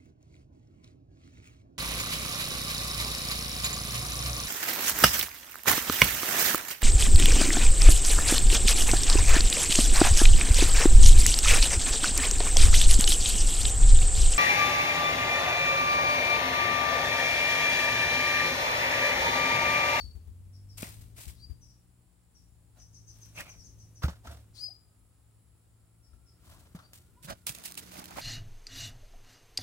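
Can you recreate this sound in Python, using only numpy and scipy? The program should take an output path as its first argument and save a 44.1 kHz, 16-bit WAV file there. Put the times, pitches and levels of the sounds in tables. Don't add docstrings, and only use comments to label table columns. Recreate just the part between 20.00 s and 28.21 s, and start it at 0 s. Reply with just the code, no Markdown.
import sys
import numpy as np
from scipy import signal
from scipy.fft import rfft, irfft, next_fast_len
from scipy.io import wavfile
from scipy.ndimage import uniform_filter1d

SR = 44100
rng = np.random.default_rng(int(sys.argv[2]) if len(sys.argv) > 2 else 0)


def materialize(psi):
    bounded = np.clip(np.atleast_2d(psi).T, -1, 1)
    quanta = np.round(bounded * 32767).astype(np.int16)
    wavfile.write(sys.argv[1], SR, quanta)


N = 362061
TIME = np.arange(N) / SR
PASSING_START_S = 7.47

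# frequency in Hz, level in dB per Hz.
HISS_SPECTRUM = [(200, -15), (900, -7), (1600, -5), (2500, -2), (4000, 0), (6000, -2), (8200, 2.5),
                 (11000, -0.5), (15500, -2.5)]
# frequency in Hz, level in dB per Hz.
RUMBLE_SPECTRUM = [(40, -13.5), (80, 4), (150, -7), (220, -12.5), (350, -15.5), (700, -28.5), (1500, -34),
                   (4000, -37.5)]


def from_db(db):
    return 10 ** (np.asarray(db) / 20)


def rms_one(x):
    return x / np.sqrt(np.mean(x ** 2) + 1e-20)


def in_time(rows, t=TIME):
    s, *columns = np.transpose(rows)
    return [np.interp(t, s, c) for c in columns]


def drift(rate, size=N):
    steps = np.arange(size) * rate / SR
    return np.interp(steps, np.arange(N // 20), rng.standard_normal(N // 20))


def colour(x, spectrum):
    hz, db = np.transpose(spectrum)
    size = next_fast_len(x.shape[-1])
    bins = np.maximum(np.arange(size // 2 + 1) * SR / size, 1)
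    gain = from_db(np.interp(np.log(bins), np.log(hz), db)) * (bins > 15)
    shaped = irfft(rfft(x, size) * gain, size)
    return rms_one(shaped[..., :x.shape[-1]])


def resonate(x, hz, width_hz):
    r = np.exp(-np.pi * width_hz / SR)
    return signal.lfilter([1 - r, 0, r - 1], [1, -2 * r * np.cos(2 * np.pi * hz / SR), r * r], x)


def pair(alike, size=N):
    alike = np.clip(alike, 0, 1)
    shared = np.sqrt(alike) * rng.standard_normal(size)
    return shared + np.sqrt(1 - alike) * rng.standard_normal((2, size))


def place(x, pan_db, lag_per_db=5.5):
    lag = round(float(np.clip(-pan_db * lag_per_db, -20, 20)))
    late = [np.pad(side, (max(d, 0), 0))[:len(side)] for side, d in zip(x, (lag, -lag))]
    return np.array(late) * from_db([[pan_db / 2], [-pan_db / 2]])


def beside(x, s):
    # time in seconds, left level over right in dB.
    contact_side = [(1.3, 3), (3.4, -1), (4.3, -1), (6.9, 1.5), (7.3, -3.5), (8.2, -4.5)]
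    return place(x, in_time(contact_side, s)[0])


def add(out, s, x):
    at = round(s * SR)
    first, last = max(at, 0), min(at + x.shape[-1], N)
    out[:, first:last] += x[:, first - at:last - at]


def friction(size, alike, catch_db, grain_db):
    uneven_db = catch_db * drift(170, size) + grain_db * drift(1800, size)
    return pair(alike, size) * from_db(uneven_db)


def stroke(s, rise, fall, drone_db, hiss_db, hz, squeak_db, squeak_q=3.3, edge_db=-20, squeak_grip=1.52):
    # frequency in Hz, level in dB per Hz.
    drone_spectrum = [(150, 2.5), (300, -3.5), (420, -10), (590, 1.5), (800, -4), (1050, -4), (1500, -5),
                      (2200, -12), (3400, -11), (6000, -13.5), (16000, -59)]
    t = np.arange(-SR // 2, SR // 2) / SR
    pressure = from_db(edge_db * np.where(t < 0, (t / rise) ** 2, np.abs(t / fall)))
    case_slips = friction(len(t), alike=0.61, catch_db=3.5, grain_db=0.0)
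    drone = from_db(drone_db) * colour(case_slips, drone_spectrum)
    hiss_slips = friction(len(t), alike=0.23, catch_db=3.0, grain_db=2.3)
    hiss = from_db(hiss_db) * colour(hiss_slips, HISS_SPECTRUM)
    squeak_slips = friction(len(t), alike=0.68, catch_db=3.0, grain_db=0.5)
    width = hz / squeak_q
    squeak = from_db(squeak_db) * rms_one(resonate(resonate(squeak_slips, hz, width), hz, width))
    return beside(pressure * (drone + hiss) + pressure ** squeak_grip * squeak, s)


def brushes(squeak_hz=2180, squeak_db=-15, drone_db=-13.5):
    # loudest moment, rise and fall in seconds, hiss level in dB.
    light_touches = [(.785, 0.014, 0.21, -44), (.826, 0.0083, 0.12, -43.5), (1.015, 0.0076, 0.073, -56.5),
                     (1.168, 0.0074, 0.036, -54), (1.197, 0.04, 0.13, -45), (1.283, 0.0045, 0.078, -48),
                     (6.935, 0.006, 0.14, -54), (7.252, 0.026, 0.025, -43.5), (7.39, 0.053, 0.14, -66)]
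    out = np.zeros((2, N))
    for s, rise, fall, db in light_touches:
        touch = stroke(s, rise, fall, db + drone_db, db, squeak_hz, db + squeak_db)
        add(out, s - .5, touch)
    return out


def rubs():
    # loudest moment, rise and fall in seconds, drone and hiss levels in dB,
    # squeak pitch in Hz, squeak level in dB.
    firm_touches = [ (.832, 0.0076, 0.0084, -39, -55, 2570, -42.5),
                    (.850, 0.036, 0.083, -48, -55, 2080, -49.5), (.9, 0.048, 0.21, -64.5, -56, 2170, -64),
                    (2.785, 0.048, 0.12, -67, -67.5, 740, -71), (3.27, 0.21, .24, -69, -63.5, 2480, -80),
                    (3.386, 0.04, 0.12, -47.5, -51, 2440, -43),
                    (3.409, 0.028, 0.027, -46, -46, 1830, -43.5),
                    (3.488, 0.047, 0.12, -58, -62.5, 2320, -55),
                    (4.0215, 0.0021, 0.049, -44, -58, 1310, -41.5),
                    (4.037, .012, .046, -36, -47, 1410, -37), (4.084, 0.0044, 0.033, -40.5, -65, 990, -44),
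                    (4.099, .0044, 0.083, -50, -56, 1460, -51.5),
                    (4.257, 0.023, 0.048, -54.5, -59, 710, -52),
                    (4.274, 0.0068, .06, -47.5, -59, 1400, -48), (4.314, 0.029, .12, -52, -56, 635, -54.5),
                    (6.134, .004, 0.029, -67.5, -80, 1366, -70), (6.52, .13, 0.35, -60.5, -61.5, 1020, -70),
                    (6.752, .004, 0.076, -54.5, -63, 1250, -58.5),
                    (6.791, .004, 0.12, -57.5, -69, 1220, -58), (7.303, 0.031, 0.035, -40, -47, 1460, -42),
                    (7.31, 0.015, 0.043, -42.5, -57, 580, -39)]
    out = np.zeros((2, N))
    for s, *shape in firm_touches:
        add(out, s - .5, stroke(s, *shape))
    return out


def steps(ring_hz=2700, ring_db=-12, drone_db=-21):
    # loudest moment, rise and fall in seconds, hiss level in dB.
    paws = [(7.470, 0.0049, 0.06, -31), (7.496, 0.022, 0.016, -34.5), (7.551, .006, 0.063, -45.5),
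            (7.658, 0.03, 0.073, -40), (7.778, 0.0068, 0.027, -32.5), (7.924, 0.012, .04, -47.5),
            (8.044, 0.0057, 0.055, -53.5), (8.196, 0.012, 0.033, -44.5)]
    out = np.zeros((2, N))
    for s, rise, fall, db in paws:
        add(out, s - .5, stroke(s, rise, fall, db + drone_db, db, ring_hz, db + ring_db))
    return out


def passing(start_db=-57.5, growth_db_per_s=8, attack_s=.02, crunch_db=-6, crunch_db_per_s=6,
            crunches_per_s=900, ring_q=8, size_db=0.5, uneven_db=3.0, clump_db=4.5, clumps_per_s=28):
    # frequency in Hz, level in dB per Hz.
    rustle_spectrum = [(100, -3), (200, 6), (400, 1.5), (650, -7.5), (1000, -9), (1400, -5), (2500, -6),
                       (5000, -5), (9000, -9.5), (15500, -11.5)]
    t = np.arange(N - round(PASSING_START_S * SR)) / SR
    level_db = start_db + growth_db_per_s * t + uneven_db * drift(28.1, len(t))
    level = from_db(level_db) * np.minimum(t / attack_s, 1)
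    grains = colour(friction(len(t), alike=0.15, catch_db=3.0, grain_db=2.0), rustle_spectrum)
    pitches = np.geomspace(620, 2400, num=14)
    clumps = clump_db * drift(clumps_per_s, len(t))
    stones = 0
    for hz in pitches:
        hits = rng.random(len(t)) < crunches_per_s / len(pitches) / SR
        strikes = hits * from_db(clumps + size_db * drift(59.8, len(t)))
        stones = stones + resonate(strikes * pair(0.51, len(t)) + 1e-18, hz, hz / ring_q) / hz
    crunch = from_db(crunch_db + crunch_db_per_s * t) * rms_one(stones)
    out = np.zeros((2, N))
    add(out, PASSING_START_S, place((grains + crunch) * level, pan_db=-4.0))
    return out


def ticks(t60=0.009, crest_db=-6, grit_per_s=14, grit_db=-34.5, grit_spread_db=1.5):
    # time in seconds, nominal peak level in dB.
    sharp_ticks = [(.823, -25.5), (1.013, -44), (1.17, -46), (1.282, -43), (4.033, -30), (4.061, -42),
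                   (4.273, -40), (6.934, -33.5), (7.228, -41), (7.468, -16), (7.55, -29.5), (7.586, -32),
                   (7.639, -32), (7.722, -28.5), (7.777, -27), (7.978, -34), (8.042, -30), (8.057, -29)]
    out, t = np.zeros((2, N)), np.arange(SR // 20) / SR
    kicked = TIME[(rng.random(N) < grit_per_s / SR) & (TIME > PASSING_START_S)]
    grit = [(s, grit_db + grit_spread_db * rng.standard_normal()) for s in kicked]
    for s, db in list(sharp_ticks) + grit:
        fade = from_db(db + crest_db - 60 * t / t60)
        add(out, s - .0005, beside(colour(pair(0.66, len(t)), HISS_SPECTRUM) * fade, s))
    return out


def thud(hz, db, t60, rattle_db, attack_s=0.0014):
    t = np.arange(SR // 3) / SR
    rattle = from_db(rattle_db) * colour(pair(0.97, len(t)), RUMBLE_SPECTRUM)
    swing = np.sin(2 * np.pi * hz * t) + rattle
    return swing * from_db(db - 60 * t / t60) * (1 - np.exp(-t / attack_s))


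def knocks():
    # time in seconds, pitch in Hz, level in dB before the attack, 60 dB decay time in seconds.
    case_knocks = [(0.829, 214, -16.5, 0.015), (4.039, 71.8, -18, 0.18), (4.041, 135.8, -21.5, 0.073),
                   (4.082, 176, -27.5, 0.059), (4.272, 72.5, -39.5, 0.51), (6.748, 169, -29.5, 0.056),
                   (7.247, 140, -38.5, 0.1), (7.28, 187, -42.5, .11), (7.497, 129, -34, 0.051)]
    out = np.zeros((2, N))
    for s, hz, db, t60 in case_knocks:
        add(out, s, beside(thud(hz, db, t60, rattle_db=-15.5), s))
    return out


def tone(hz, overtone_db):
    phase = 2 * np.pi * np.cumsum(hz) / SR
    partials = sum(np.sin(k * phase) * (k * hz < SR / 2) for k in range(2, 4))
    return np.sin(phase) + from_db(overtone_db) * partials


def through_trees(note, wet_db, t60=0.36):
    t = np.arange(SR // 2) / SR
    trunks = pair(0.17, len(t)) * from_db(-60 * t / t60)
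    trunks *= from_db(wet_db) / np.sqrt(np.sum(trunks[0] ** 2))
    trunks[:, 0] += 1
    heard = signal.fftconvolve(note[None], trunks, axes=1)
    power = uniform_filter1d(heard ** 2, size=1800, axis=1)
    return heard / np.sqrt(power.max(axis=1, keepdims=True))


def whistles(scoop=.29, rise_s=.06, hold_s=0.078, swell_db_per_s=280, release_db_per_s=1702, waver=0.01,
             overtone_db=-28, attack_s=0.013, rasp_lead_s=0.011, rasp_edge_db_per_s=1100, wet_db=-1):
    # start in seconds, top pitch in Hz, level in dB, rasp in dB against the note.
    calls = [(-.065, 4513, -45.5, -20.5), (1.370, 4737, -54, -21), (4.565, 4943, -38.5, -24),
             (6.786, 4620, -67, -22)]
    # frequency in Hz, level in dB per Hz.
    rasp_spectrum = [(2500, -12), (3800, -5), (4800, 6.5), (6500, -6), (9500, -3.5), (11000, -18),
                     (15500, -11)]
    out, t = np.zeros((2, N)), np.arange(-SR // 30, SR // 8) / SR
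    late = np.maximum(t - hold_s, 0)
    swell_db = -swell_db_per_s * np.maximum(hold_s - t, 0) - release_db_per_s * late
    swell = np.clip(t / attack_s, 0, 1) * from_db(swell_db)
    hoarse_db = -rasp_edge_db_per_s * (late + np.maximum(-t - rasp_lead_s, 0))
    share = 1 - scoop * np.clip(1 - t / rise_s, 0, 1) ** 2
    for s, top_hz, db, rasp_db in calls:
        note = swell * tone(top_hz * share * (1 + waver * drift(588, len(t))), overtone_db)
        note += from_db(rasp_db + hoarse_db) * colour(rng.standard_normal(len(t)), rasp_spectrum)
        add(out, s + t[0], from_db(db) * place(through_trees(note, wet_db), pan_db=8, lag_per_db=1.0))
    return out


def chips(length_s=.05, sag=.11, waver=0.024, flick=0.15, flick_curve=4.86, rasp_db=-12, wet_db=8):
    # start in seconds, first pitch in Hz, level in dB.
    calls = [(0.522, 5790, -66), (.684, 5650, -62), (1.606, 6190, -61.5), (1.67, 5950, -66),
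             (2.337, 6050, -65.5), (2.779, 6380, -58.5), (2.925, 6500, -57.5), (3.063, 6420, -55),
             (3.20, 6400, -55.5), (3.336, 6400, -56), (3.472, 6450, -53.5), (3.573, 6095, -57),
             (3.63, 6600, -57), (3.776, 6440, -61), (3.94, 6380, -61), (6.021, 5650, -71.5),
             (6.255, 5620, -69)]
    # frequency in Hz, level in dB per Hz.
    rasp_spectrum = [(3200, -38), (4400, -13.5), (5300, -4), (6200, -12.5), (7000, -15), (9000, -19),
                     (15000, -33)]
    out, along = np.zeros((2, N)), np.linspace(0, 1, int(length_s * SR))
    for s, first_hz, db in calls:
        bend = 1 - flick * along ** flick_curve + waver * drift(1104, len(along))
        hz = first_hz * (1 - sag * along) * bend
        rasp = from_db(rasp_db) * colour(rng.standard_normal(len(along)), rasp_spectrum)
        note = np.sin(np.pi * along) * (tone(hz, overtone_db=-27) + rasp)
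        add(out, s, from_db(db) * place(through_trees(note, wet_db), pan_db=5.0, lag_per_db=1.0))
    return out


def far_notes():
    # start in seconds, first and last pitch in Hz, length in seconds, level in dB.
    lone_notes = [(4.674, 484, 910, 0.044, -67), (6.936, 9000, 8850, 0.031, -71.5),
                  (7.16, 925, 1040, 0.045, -67.5)]
    out = np.zeros((2, N))
    for s, first_hz, last_hz, length, db in lone_notes:
        hz = np.linspace(first_hz, last_hz, int(length * SR))
        note = np.hanning(len(hz)) * tone(hz, overtone_db=-25)
        add(out, s, from_db(db) * through_trees(note, wet_db=-5))
    return out


def engine(unsteady_db=2.0, wobble=0.003):
    # time in seconds, cycle rate in Hz.
    speed = [(0, 38.48), (.3, 43.56), (.75, 50.8), (1.55, 59.35), (2.0, 60.15), (2.85, 54.72), (4.3, 54.16),
             (4.9, 53.8), (6.3, 56.46), (7.6, 60.2), (8.2, 61.3)]
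    # time in seconds, firing note level in dB, base level of the overtones in dB.
    loudness = [(0, -52, -69.5), (.8, -50.5, -64), (2.3, -71, -75.5), (2.9, -58.5, -71),
                (4.35, -56.5, -76.5), (4.8, -69.5, -79.5), (5.4, -65, -75), (7.2, -69.5, -72),
                (8.0, -66, -60)]
    # multiple of the cycle rate, level in dB against the overtones' base level.
    orders = [(3, -1), (4, -9), (5, -11.5), (6, -15.5)]
    (hz,), (firing_db, overtones_db) = in_time(speed), in_time(loudness)
    phase = 2 * np.pi * np.cumsum(hz * (1 + wobble * drift(15))) / SR
    out = from_db(firing_db + unsteady_db * drift(9)) * np.sin(2 * phase)
    for multiple, db in orders:
        level = from_db(overtones_db + db + unsteady_db * drift(8.1))
        out = out + level * np.sin(round(multiple) * phase)
    return np.sqrt(2) * out


def puffs(hz=63.8, t60=0.16, pan_db=21):
    # time in seconds, level in dB before attack and panning.
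    air_puffs = [(0.036, -39), (.15, -38.5), (.27, -41.5), (1.267, -37), (1.497, -35)]
    out = np.zeros((2, N))
    for s, db in air_puffs:
        add(out, s, place(thud(hz, db, t60, rattle_db=-18.5, attack_s=0.0032), pan_db))
    return out


def breeze(trim_db=-2):
    # time in seconds, level in dB before the trim.
    strength = [(0, -49.5), (.6, -57), (1.0, -51.5), (1.55, -54), (1.9, -66), (3.0, -59.5), (4.3, -62.5),
                (4.8, -65.5), (8.21, -64.5)]
    # middle in seconds, length in seconds, lift in dB.
    gusts = [(2.42, .09, 5.5), (3.627, 0.12, 7), (6.143, .04, 11.5), (6.52, 0.064, 8), (8.2, 0.087, 11)]
    # frequency in Hz, level in dB per Hz.
    buffet_spectrum = [(16, -53), (28, -15), (42, -4.5), (62, 0.5), (85, -7), (130, -17.5), (300, -27.5),
                       (800, -50)]
    (air_db,) = in_time(strength)
    for s, length, db in gusts:
        air_db = air_db + db * np.exp(-((TIME - s) / length) ** 2)
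    return from_db(air_db + trim_db) * place(colour(pair(0.76), buffet_spectrum), pan_db=9.5, lag_per_db=1.5)


def rumble(trim_db=-2):
    # time in seconds, level in dB before the trim.
    far_level = [(0, -64.5), (1.2, -61), (2.3, -72.5), (3.3, -59.5), (4.4, -58), (4.8, -65.5), (6.1, -70),
                 (6.5, -58.5), (8.21, -63.5)]
    (far_db,) = in_time(far_level)
    return from_db(far_db + trim_db) * colour(pair(0.84), RUMBLE_SPECTRUM)


def insects():
    # centre in Hz, width of each of two resonances in Hz, level in dB.
    bands = [(7090, 260, -86.5), (10530, 850, -79.5)]
    out = np.zeros((2, N))
    for hz, width, db in bands:
        band = rms_one(resonate(resonate(pair(0.19), hz, width), hz, width))
        out += from_db(db) * band * from_db(1.9 * drift(4))
    return out


def whine():
    # time in seconds, mean pitch in Hz, peak level in dB.
    course = [(4.2, 1227, -100), (4.9, 1252, -84), (5.6, 1302, -90), (6.3, 1378, -81), (7.1, 1393, -80.5),
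              (7.6, 1394, -77)]
    hz, db = in_time(course)
    return from_db(db) * np.sin(2 * np.pi * np.cumsum(hz * (1 + 0.0423 * drift(200))) / SR)


def outdoor_hiss(db=-72):
    # frequency in Hz, level in dB per Hz.
    quiet_spectrum = [(250, -0.5), (500, 0.5), (800, 0.5), (1100, -2.5), (1800, -7), (3200, -10),
                      (5000, -10), (6700, -16.5), (7200, -3), (9200, -3), (9600, -10), (11300, -15),
                      (11900, -17), (15500, -9)]
    return from_db(db) * colour(pair(0.069), quiet_spectrum)


def scene():
    near = brushes() + rubs() + steps() + passing() + ticks() + knocks()
    birds = whistles() + chips() + far_notes()
    open_air = engine() + puffs() + breeze() + rumble() + insects() + whine() + outdoor_hiss()
    return near + birds + open_air


def record(dry, low_cut_hz=34, top_cut_hz=15850):
    thin = signal.sosfilt(signal.butter(3, low_cut_hz, "high", fs=SR, output="sos"), dry)
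    return signal.sosfilt(signal.ellip(12, .2, 80, top_cut_hz, fs=SR, output="sos"), thin)


dry = scene()
out = record(dry)
materialize(out)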